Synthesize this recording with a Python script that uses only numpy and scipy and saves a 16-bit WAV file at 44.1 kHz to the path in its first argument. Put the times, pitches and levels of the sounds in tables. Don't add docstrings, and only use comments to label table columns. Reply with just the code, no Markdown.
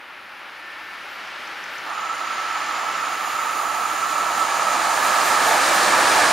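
import sys
import numpy as np
from scipy.fft import rfft, irfft, next_fast_len
from scipy.io import wavfile
from scipy.ndimage import map_coordinates

SR = 44100
rng = np.random.default_rng(int(sys.argv[2]) if len(sys.argv) > 2 else 0)


def dump_mix(stems):
    frames = np.atleast_2d(stems).T
    limited = np.clip(frames, -1, 1)
    pcm = np.round(limited * 32767).astype(np.int16)
    wavfile.write(sys.argv[1], SR, pcm)


N = 278712
SPEED_M_PER_S, SOUND_M_PER_S = 40, 343
ABREAST_S = 6.6
TRACK_M, NEAR_M = 12, 35


def amp(db):
    return 10 ** (np.asarray(db) / 20)


def unit(x):
    return x / np.sqrt(np.mean(x ** 2) + 1e-20)


def clock():
    return np.arange(N) / SR


def curve(rows):
    return np.interp(clock(), *np.transpose(rows))


def ramp(start_s, rise_s):
    return np.clip((clock() - start_s) / rise_s, 0, 1)


def bumps(rows):
    return sum(height * np.exp(-((clock() - s) / half_s) ** 2) for s, height, half_s in rows)


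def wobble(rate_hz):
    return map_coordinates(rng.standard_normal(int(N * rate_hz / SR) + 4), [clock() * rate_hz])


def filtered(x, response):
    size = next_fast_len(N + 8192)
    return irfft(rfft(x, size) * response(np.fft.rfftfreq(size, 1 / SR)), size)[..., :N]


def colour(points):
    knots_hz, db = np.transpose(points)
    knots_hz = np.r_[knots_hz[0] / 2, knots_hz, knots_hz[-1] * 2]
    db = np.r_[db[0] - 40, db, db[-1] - 40]
    return lambda hz: amp(np.interp(np.log(hz + 1), np.log(knots_hz), db))


def resonances(modes):
    return lambda hz: np.sqrt(sum((amp(db) / (1 + ((hz - centre_hz) / width_hz) ** 2)) ** 2
                                  for centre_hz, width_hz, db in modes))


def panned(x, left_db):
    return x * amp([[left_db / 2], [-left_db / 2]])


def rush(response, side_db, left_db):
    mid, side = unit(filtered(rng.standard_normal((2, N)), response))
    return panned(mid + amp(side_db) * np.array([side, -side]), left_db)


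def tone(hz, drift_hz, drift_rate_hz):
    return np.sqrt(2) * np.sin(2 * np.pi * np.cumsum(hz + drift_hz * wobble(drift_rate_hz)) / SR)


def to_go_m():
    return SPEED_M_PER_S * (ABREAST_S - clock())


def distance_m():
    return (NEAR_M ** 4 + to_go_m() ** 4) ** (1 / 4)


def approach(near_db, doubling_db=0, db_per_m=0, carry=0):
    # (time [s], relative level [dB])
    field_carry = [(0, -4.5), (1.2, .5), (1.8, 1.0), (2.55, 3.7), (3.75, -.1), (6.32, .5)]
    range_m = distance_m()
    spreading_db = doubling_db * np.log2(range_m / NEAR_M)
    absorption_db = db_per_m * (range_m - NEAR_M)
    return near_db - spreading_db - absorption_db + carry * curve(field_carry)


def wheels():
    # (frequency [Hz], relative density [dB])
    ground_band = [(15, -1), (30, 1), (55, 1), (82, 6), (105, -2), (160, -12)]
    rumble_band = [(45, -34), (85, -18), (120, -12.5), (150, -11.5), (200, -6.5), (250, -6), (305, 0),
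                   (370, -1), (440, -4.5), (520, -2), (640, -14)]
    roar_band = [(390, -24), (480, -15.5), (530, -10.5), (590, -7.5), (690, -10), (820, -2), (1030, -5),
                 (1260, -0.5), (1370, 2.5), (1520, -1), (2000, -2), (2900, -6.5), (3500, -12.5),
                 (4800, -21), (6500, -40)]
    top_band = [(2600, -15), (3800, -2), (5000, -2), (6000, -7), (7500, -15), (9000, -24)]
    hiss_band = [(2400, -16), (3200, -4.5), (4000, -0.5), (5000, -2.5), (6000, -3.5), (7000, -4),
                 (8000, -4.5), (9300, -5.5), (10500, -12.5), (11500, -16), (15500, -37)]
    # (frequency [Hz], width [Hz], relative level [dB])
    wheel_modes = [(489, 40, -7.5), (621, 71, 0), (1110, 82, -3), (1470, 50, -8), (1688, 130, 2.5),
                   (2350, 43, -3)]
    air_db = .27 * wobble(14)
    width_db = approach(near_db=0, doubling_db=2.4)
    ground_db = approach(near_db=-54.8, doubling_db=6.7, carry=.3)
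    rumble_db = approach(near_db=-32.9, doubling_db=7.5, carry=.55)
    roar_db = approach(near_db=-21.9, doubling_db=4.9, carry=1) + air_db
    top_db = approach(near_db=-34, doubling_db=2.7, db_per_m=.048, carry=1.55) + air_db
    hiss_db = approach(near_db=-25.6, doubling_db=1, db_per_m=.18) + air_db
    ring_db = approach(near_db=-22.1, doubling_db=1.7, db_per_m=.175)
    ground = amp(ground_db) * rush(colour(ground_band), side_db=1.5 * width_db - 10, left_db=-.8)
    rumble = amp(rumble_db) * rush(colour(rumble_band), side_db=width_db - 19.5, left_db=.5)
    roar = amp(roar_db) * rush(colour(roar_band), side_db=-15, left_db=.95)
    top = amp(top_db) * rush(colour(top_band), side_db=-20, left_db=.5)
    hiss = amp(hiss_db + .7 * wobble(25)) * rush(colour(hiss_band), side_db=-11.5, left_db=-1.5)
    ring = amp(ring_db) * rush(resonances(wheel_modes), side_db=-10.5, left_db=-3.5)
    return ground + rumble + roar + top + hiss + ring


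def high_sizzle():
    # (time [s], relative level [dB])
    treble_levels = [(0.0, -70), (1.41, -64), (3.03, -54), (3.41, -49), (4.61, -49), (5.23, -43),
                     (6.32, -44)]
    # (time [s], level [dB], half length [s])
    spurts = [(3.29, -49, .07), (4.382, -47, .03), (4.58, -49, .03), (5.068, -42, .035), (5.276, -37, .04),
              (5.496, -37, .05), (5.756, -40, .03)]
    # (frequency [Hz], relative density [dB])
    treble_band = [(5000, -20), (8000, -28), (9800, 3), (10300, 8), (11600, 1.5), (12500, 2), (13100, 4.5),
                   (14500, 0), (15600, -3)]
    spurt_band = [(5000, -20), (8500, -6), (10500, 2), (13000, 6), (14000, -7), (15600, -11)]
    steady_db = curve(treble_levels) + 3.5 + .9 * wobble(20)
    steady = amp(steady_db) * rush(colour(treble_band), side_db=-19, left_db=.5)
    spurt_gain = bumps([(s, amp(db), half_s) for s, db, half_s in spurts]) * amp(2.2 * wobble(300))
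    return steady + spurt_gain * rush(colour(spurt_band), side_db=-17, left_db=0)


def drive():
    whine_hz, gear_hz = 9465, 1780
    # (time [s], level [dB], half length [s])
    gear_swells = [(.68, -45.5, .08), (.87, -47.5, .13), (1.75, -48, .2), (2.65, -44.5, .18),
                   (3.45, -47, .15)]
    closing_m_per_s = SPEED_M_PER_S * to_go_m() / np.hypot(TRACK_M, to_go_m())
    doppler = 1 / (1 - closing_m_per_s / SOUND_M_PER_S)
    doppler = doppler / doppler[0]
    whine_db = approach(near_db=-44, db_per_m=.22) + 2 * wobble(45)
    whine = amp(whine_db) * tone(whine_hz * doppler, drift_hz=30, drift_rate_hz=230)
    gear_gain = amp(approach(near_db=-47.6, doubling_db=2.6))
    gear_gain += bumps([(s, amp(db), half_s) for s, db, half_s in gear_swells])
    gear = amp(1.2 * wobble(10)) * tone(gear_hz * doppler, drift_hz=4.46, drift_rate_hz=50)
    upper = amp(-9 + 2.5 * wobble(8)) * tone(gear_hz * 5 / 4 * doppler, drift_hz=8, drift_rate_hz=50)
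    return panned(whine + gear_gain * (gear + upper), left_db=1.5)


def grasshopper():
    # (time [s], level [dB], half length [s])
    rasps = [(.86, -66, .06), (1.13, -61, .05), (1.73, -62, .04)]
    # (frequency [Hz], width [Hz], relative level [dB])
    wing_modes = [(13400, 800, 0)]
    strokes = bumps([(s, amp(db), half_s) for s, db, half_s in rasps])
    return strokes * amp(2 * wobble(200)) * rush(resonances(wing_modes), side_db=-16, left_db=0)


def chip(time_s, hz, sweep_hz, half_s):
    u = np.linspace(-3, 3, int(6 * half_s * SR))
    note = np.exp(-u ** 2) * np.sin(2 * np.pi * np.cumsum(hz + sweep_hz * np.tanh(u)) / SR)
    start = int(time_s * SR) - len(u) // 2
    return np.pad(note, (start, N - start - len(u)))


def bunting():
    # (time [s], level [dB])
    ticks = [(1.275, -52), (1.476, -44), (1.641, -42.5), (1.784, -40)]
    # (start [s], end [s], mean pitch [Hz], mean level [dB])
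    jangle = [(2.25, 2.36, 4750, -48), (2.401, 3.12, 5400, -49.5), (2.52, 3, 7250, -45.5)]
    tick_hz, top_hz, climb = 6100, 7100, .45
    trill_start_s, trill_gap_s, trill_db, jangle_gap_s = 1.901, .0502, -44, .025
    notes = [(s, tick_hz, db) for s, db in ticks]
    for k in range(7):
        trill_hz = top_hz - (top_hz - tick_hz) * (1 - climb) ** (k + 1)
        notes.append((trill_start_s + k * trill_gap_s, trill_hz, trill_db))
    song = sum(amp(db) * chip(s, hz, sweep_hz=899, half_s=.0027) for s, hz, db in notes)
    for start_s, end_s, hz, db in jangle:
        for s in np.arange(start_s, end_s, jangle_gap_s):
            late, pitch, sweep, size = rng.standard_normal(4)
            note = chip(s + .008 * late, hz + 220 * pitch, sweep_hz=400 * sweep, half_s=.005)
            song += amp(db + 1.84 * size) * note
    return panned(song, left_db=-14)


def tread_knocks(rate_hz, scatter, spread_db):
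    late, size = rng.standard_normal((int(N / SR * rate_hz), 2)).T
    at = (np.arange(len(late)) + scatter * late) * SR / rate_hz
    return unit(np.bincount(np.clip(at, 0, N - 1).astype(int), amp(spread_db * size), N))


def zing(band, noise_db, side_db, left_db):
    travel_s = .24
    dispersion = lambda hz: np.exp(-4j * np.pi * travel_s * np.sqrt(1000 * hz))
    knocks = tread_knocks(rate_hz=34, scatter=.16, spread_db=2.5)
    chirps = unit(filtered(knocks, lambda hz: colour(band)(hz) * dispersion(hz)))
    wash = amp(noise_db) * rush(colour(band), side_db, left_db)
    return (panned(chirps, left_db - 1.5) + wash) / np.hypot(1, amp(noise_db))


def rails():
    # (frequency [Hz], relative density [dB])
    low_band = [(450, -51), (570, -16), (660, -5.5), (720, -1), (790, -1.5), (880, 1), (950, 0.5),
                (1010, -3), (1150, -25)]
    span_band = [(980, -40), (1080, -5), (1170, -2), (1230, -0.5), (1280, -2.5), (1330, -2), (1352, -5),
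                 (1378, -23), (1550, -39)]
    head_band = [(5700, -35), (6150, -7.5), (6400, 1.5), (6600, -1.5), (6800, 1.5), (7080, 3.5),
                 (7300, -15), (7900, -28), (9800, -26), (10300, -15), (10800, -19.5), (11600, -35)]
    # (frequency [Hz], width [Hz], relative level [dB])
    edge_modes = [(1292, 9.3, -7.5), (1326, 14.6, -5.5)]
    # (time [s], boost [dB], half length [s])
    swells = [(1.91, 5.5, .035), (2.05, 3, .06), (2.215, 7, .015), (2.53, 4.5, .04), (2.85, 7.5, .04),
              (3.11, 3, .033), (3.75, 2.5, .15), (5.55, 3.5, .034)]
    onset_s = 1.82
    step_s, step_db, whistle_hz = 4.14, 3.3, 9545
    fade_db = -6.5 * (NEAR_M / distance_m()) ** 2
    low_db = approach(near_db=-27.1, db_per_m=.093) + step_db * ramp(step_s, rise_s=.12) + bumps(swells)
    span_db = approach(near_db=-23.3, db_per_m=.075) + .25 * fade_db
    ring_db = approach(near_db=-26.7, db_per_m=.042) + 1.3 * fade_db
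    head_db = approach(near_db=-33.4, db_per_m=.11) + fade_db
    whistle_db = approach(near_db=-62.8, db_per_m=.056) + 9.5 * ramp(onset_s, rise_s=.35) + 1.5 * fade_db
    low = amp(low_db) * zing(low_band, noise_db=3 - fade_db, side_db=-12, left_db=-4.5)
    span = amp(span_db) * zing(span_band, noise_db=.5 - fade_db, side_db=-8, left_db=-7)
    ring = amp(ring_db) * rush(resonances(edge_modes), side_db=-13, left_db=-6)
    head = amp(head_db + .93 * wobble(60)) * rush(colour(head_band), side_db=-6.5, left_db=-9)
    whistle = amp(whistle_db + 3 * wobble(45)) * tone(whistle_hz, drift_hz=42, drift_rate_hz=230)
    return ramp(onset_s, rise_s=.045) * (low + span) + ramp(onset_s, rise_s=.19) * (ring + head) + whistle


def scene():
    return wheels() + high_sizzle() + drive() + grasshopper() + bunting() + rails()


def record(dry):
    cutoff_hz = 15750
    return filtered(dry, lambda hz: hz < cutoff_hz)


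dry = scene()
out = record(dry)
dump_mix(out)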